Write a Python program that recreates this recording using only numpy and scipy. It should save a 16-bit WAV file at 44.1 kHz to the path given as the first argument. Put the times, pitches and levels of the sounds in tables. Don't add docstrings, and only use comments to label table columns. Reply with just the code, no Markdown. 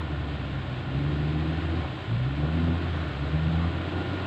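import sys
import numpy as np
from scipy import signal
from scipy.fft import rfft, irfft
from scipy.io import wavfile

SR = 44100
rng = np.random.default_rng(int(sys.argv[2]) if len(sys.argv) > 2 else 0)


def log_audio(samples):
    frames = np.atleast_2d(samples).T
    limited = np.clip(frames, -1, 1)
    pcm = np.round(limited * 32767).astype(np.int16)
    wavfile.write(sys.argv[1], SR, pcm)


N = 188199

# start and end in seconds, pedal from 0 to 1, overtone boost in dB, jolt in dB.
PRESSES = [(0.781, 0.915, 0.25, 1.5, 0), (0.925, 1.552, 0.74, 2.5, 1.5), (1.718, 1.824, 0, 7.5, 1.5),
           (2.095, 2.29, 0.95, -2.5, 1.5), (2.374, 2.556, 0.8, 2.5, 1), (2.56, 2.748, 1.0, 8, 0.8),
           (3.325, 3.673, 0.96, -0.5, 3)]
# start and end in seconds, change in the note's level in dB.
LIFTS = [(1.86, 2.08, -10.5), (3.08, 3.16, -6), (3.74, 3.95, -3)]
def exhaust(cycle, firing_hz):
    pedal, boost_db, _ = held(PRESSES, attack_s=0.033, release_s=0.05)
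    lift_db, = held(LIFTS, attack_s=0.033, release_s=0.05)
    note = exhaust_note(cycle, firing_hz, pedal, boost_db, flutter_db=0.73, wander_rad=0.1)
    note *= nearness() * from_db(lift_db + throb())
    return note + boom(cycle) + rasp(cycle, boost_db)


# frequency in Hz, gain in dB at light throttle, gain in dB at full throttle.
PIPE_RESPONSE = [(56.3, -44.5, -42), (62.3, -48, -37.5), (68.85, -34.5, -33.5), (79, -32, -30),
                 (82.5, -29, -28), (89.23, -35, -27), (112, -36, -27.5), (138, -36, -25.5),
                 (163.8, -39.5, -28), (191.6, -47.5, -46), (253, -48.5, -40), (292, -49, -41),
                 (327, -49.5, -48.5), (360, -44.5, -46)]
def exhaust_note(cycle, firing_hz, pedal, boost_db, flutter_db, wander_rad):
    pipe_hz, light_db, full_db = np.transpose(PIPE_RESPONSE)
    out = np.zeros(N)
    for k in range(1, 5):
        light = np.interp(np.log(k * firing_hz), np.log(pipe_hz), light_db)
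        full = np.interp(np.log(k * firing_hz), np.log(pipe_hz), full_db)
        db = light + pedal * (full - light) + boost_db * (k > 2)
        lag = np.pi / 4 * (k ** 2 - 1)
        phase = 2 * np.pi * k * cycle - lag + k * wander_rad * drift(20)
        out += from_db(db + np.sqrt(k) * flutter_db * drift(18)) * np.cos(phase)
    return np.sqrt(2) * out


def throb(rock_hz=9.4, lag_s=0.036, decay_s=0.5):
    t = np.arange(N) / SR
    out = np.zeros(N)
    for start, *_, jolt_db in PRESSES:
        age = np.maximum(t - start, 0)
        swing = np.minimum(age / lag_s, 1) * np.exp(-age / decay_s)
        out += jolt_db * swing * np.cos(2 * np.pi * rock_hz * (age - lag_s))
    return out


# frequency in Hz, bandwidth in Hz, relative level in dB.
BOOM_MODES = [(95.7, 19, 5), (123.3, 52, 3.5), (141, 54, -14)]
def boom(cycle):
    return from_db(-36.0) * resonate(exhaust_pulses(cycle, uneven=2.5, gas_db=6.5), BOOM_MODES)


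# frequency in Hz, bandwidth in Hz, relative level in dB.
SILENCER_MODES = [(260, 51, 2.5), (292.4, 61.6, 9), (325.3, 64, 2.5), (377, 45, -11.5)]
# time in seconds, level in dB before the throttle's boost.
RASP_LEVEL = [(0, -41), (0.45, -42), (0.72, -47), (1.05, -37.5), (1.6, -38), (2.1, -43), (2.7, -39),
              (3.45, -42), (4.1, -36.5)]
def rasp(cycle, boost_db):
    level_db, = in_time(RASP_LEVEL)
    pulses = exhaust_pulses(cycle, uneven=1.0, gas_db=9.0)
    return from_db(level_db + 0.45 * boost_db) * resonate(pulses, SILENCER_MODES)


CYLINDERS = [1.5, 0.36, 0.34, 0.44]
def exhaust_pulses(cycle, uneven, gas_db):
    number = np.floor(cycle).astype(int)
    fired = np.diff(number, prepend=0) > 0
    strength = np.array(CYLINDERS)[number % len(CYLINDERS)] + uneven * rng.standard_normal(N)
    gas = rms_one(gated_noise(cycle, depth=0.27))
    return rms_one(fired * strength) + from_db(gas_db) * gas


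# frequency in Hz, bandwidth in Hz, relative level in dB.
BAY_MODES = [(595, 87, 0.5), (753, 125, 1), (1042, 131, 0.5), (1430, 170, 1), (1791, 150, -1.5),
             (2216, 73, -5.5), (2694, 500, -10), (3026, 370, -15), (3370, 120, -16)]
# frequency in Hz, relative spectral density in dB.
CLATTER_SPECTRUM = [(400, -13.5), (600, -0.5), (900, -0.5), (1250, 1.5), (1600, -3), (2000, -5.5),
                    (3000, -5.5), (4000, -11.5), (5200, -29.5)]
def clatter(cycle, ring_db, rush_db):
    ringing = resonate(gated_noise(cycle, depth=0.41), BAY_MODES)
    rush = coloured(gated_noise(cycle, depth=0.15), CLATTER_SPECTRUM)
    return from_db(ring_db) * ringing + from_db(rush_db) * rush


# start and end in seconds, level in dB.
WHINE_SWELLS = [(2.99, 3.07, -55), (3.958, 4.4, -47)]
# multiple of the pitch, relative level in dB.
WHINE_PARTIALS = [(0.5, -10), (1, 0.5)]
def whine(start_hz, rise_hz_per_s, waver_hz, flutter_db):
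    hz = start_hz + rise_hz_per_s * np.arange(N) / SR
    gains = [(start, end, from_db(db)) for start, end, db in WHINE_SWELLS]
    swell, = held(gains, attack_s=0.065, release_s=0.065)
    turns = np.cumsum(hz + waver_hz * drift(15)) / SR
    tone = sum(from_db(db + flutter_db * drift(11)) * np.sin(2 * np.pi * k * turns)
               for k, db in WHINE_PARTIALS)
    return np.sqrt(2) * swell * tone


# frequency in Hz, relative spectral density in dB.
CHURN_SPECTRUM = [(210, -21.5), (300, -0.5), (380, -3.5), (480, -5), (700, -4.5), (900, -12.5), (1400, -15)]
def churn(firing_hz):
    gain = with_speed(firing_hz, cruise_db=-43.0, db_per_octave=5.5)
    return gain * splashing(CHURN_SPECTRUM, drops_per_s=3500, size_db=3.0, surge_db=1.0)


# frequency in Hz, relative spectral density in dB.
SPRAY_SPECTRUM = [(900, -3), (1800, -2), (2500, -1.5), (3200, -1.5), (3900, -4.5), (4500, -12.5),
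                  (5000, -17), (5600, -28), (6400, -28), (7000, -26), (7800, -24.5), (8700, -41.5),
                  (10000, -48), (15000, -38.5)]
# time in seconds, level in dB.
SPRAY_LEVEL = [(0.03, -48), (0.87, -47.5), (1.54, -45), (2.33, -47.5), (2.69, -45), (3.22, -46.5),
               (3.54, -45.5), (4.23, -45), (4.24, -43.5)]
def spray():
    level_db, = in_time(SPRAY_LEVEL)
    hiss = splashing(SPRAY_SPECTRUM, drops_per_s=26000, size_db=3.0, surge_db=0.73)
    return from_db(level_db - 0.05) * hiss


def splashing(spectrum, drops_per_s, size_db, surge_db):
    born = rng.random(N) < drops_per_s / SR
    sizes = rng.choice([-1, 1], N) * from_db(size_db * np.minimum(rng.exponential(1, N), 4))
    return coloured(born * sizes, spectrum) * from_db(surge_db * drift(24))


# peak time in seconds, centre and bandwidth in Hz, half length in seconds, level in dB.
HOLLOW_SWELLS = [(0.014, 960, 300, 0.0094, -39), (1.85, 720, 200, 0.0057, -40),
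                 (1.85, 1170, 250, 0.015, -46.5), (2.467, 496, 200, 0.05, -39.5),
                 (3.001, 1310, 800, 0.13, -44.5), (3.359, 607, 120, 0.02, -44),
                 (3.556, 772, 200, 0.057, -46), (3.639, 1140, 300, 0.036, -43), (3.99, 767, 120, 0.04, -45)]
def hollow_swells():
    t = np.arange(N) / SR
    out = np.zeros(N)
    for peak_s, hz, width, half_s, db in HOLLOW_SWELLS:
        swell = np.exp(-.5 * ((t - peak_s) / half_s) ** 2)
        out += from_db(db) * swell * resonate(rng.standard_normal(N), [(hz, width, 0)])
    return out


# frequency in Hz, relative spectral density in dB.
AIR_SPECTRUM = [(15, -1), (35, -2.5), (52, -9), (100, 2.5), (200, -11.5), (500, -7), (2000, -28)]
def night_air():
    return from_db(-53) * coloured(rng.standard_normal(N), AIR_SPECTRUM)


def nearness(db_per_s=0.5):
    return from_db(db_per_s * (np.arange(N) - N / 2) / SR)


def with_speed(firing_hz, cruise_db, db_per_octave, cruise_hz=76):
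    return from_db(cruise_db + db_per_octave * np.log2(firing_hz / cruise_hz))


def gated_noise(cycle, depth):
    return rng.standard_normal(N) * np.exp(depth * np.cos(2 * np.pi * cycle))


def resonate(x, modes):
    out = np.zeros(N)
    for hz, width, db in modes:
        r = np.exp(-np.pi * width / SR)
        b = (1 - r * r) / 2 * np.array([1, 0, -1])
        a = [1, -2 * r * np.cos(2 * np.pi * hz / SR), r * r]
        out += from_db(db) * signal.lfilter(b, a, signal.lfilter(b, a, x + 1e-18))
    return rms_one(out)


def coloured(x, spectrum):
    hz, db = np.transpose(spectrum)
    grid = np.maximum(np.fft.rfftfreq(N, 1 / SR), 1)
    gain = from_db(np.interp(np.log(grid), np.log(hz), db))
    skirts = (1 + (hz[0] / grid) ** 4) * (1 + (grid / hz[-1]) ** 8)
    return rms_one(irfft(rfft(x) * gain / np.sqrt(skirts), N))


def drift(corner_hz):
    hz = np.fft.rfftfreq(N, 1 / SR)
    return rms_one(irfft(rfft(rng.standard_normal(N)) / (1 + (hz / corner_hz) ** 2), N))


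def held(rows, attack_s, release_s):
    t = np.arange(N) / SR
    out = 0
    for start, end, *values in rows:
        gate = np.clip(.5 + (t - start) / attack_s, 0, 1) * np.clip(.5 + (end - t) / release_s, 0, 1)
        out = out + np.outer(values, gate)
    return out


def in_time(rows):
    times, *columns = np.transpose(rows)
    return [np.interp(np.arange(N) / SR, times, column) for column in columns]


def from_db(db):
    return 10 ** (np.asarray(db) / 20)


def rms_one(x):
    return x / np.sqrt(np.mean(x ** 2) + 1e-20)


# time in seconds, firing rate in Hz.
FIRING_RATE = [(0.0, 82), (0.09, 73.3), (0.22, 72.4), (0.81, 62.2), (0.87, 64.4), (1.07, 72.5), (1.5, 79),
               (1.79, 83.2), (1.83, 77.5), (2.04, 55.8), (2.11, 55.5), (2.35, 70.4), (2.59, 83),
               (2.79, 84.7), (2.92, 84.3), (3.02, 81.3), (3.12, 69), (3.22, 70), (3.36, 77.6), (3.56, 82.4),
               (3.91, 87.6), (4.27, 93)]
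def scene():
    firing_hz, = in_time(FIRING_RATE)
    cycle = np.cumsum(firing_hz) / SR
    engine = clatter(cycle, ring_db=-1, rush_db=-4.5)
    engine *= with_speed(firing_hz, cruise_db=-43.0, db_per_octave=3)
    approaching = nearness() * (engine + churn(firing_hz))
    background = spray() + night_air()
    vehicle = exhaust(cycle, firing_hz) + approaching
    drive = whine(start_hz=1392, rise_hz_per_s=7.5, waver_hz=3.2, flutter_db=2.0)
    return (vehicle + drive + hollow_swells() + background)[None]


def record(dry, stopband_hz=16200):
    return signal.sosfilt(signal.cheby2(12, 70, stopband_hz, fs=SR, output="sos"), dry)


dry = scene()
out = record(dry)
log_audio(out)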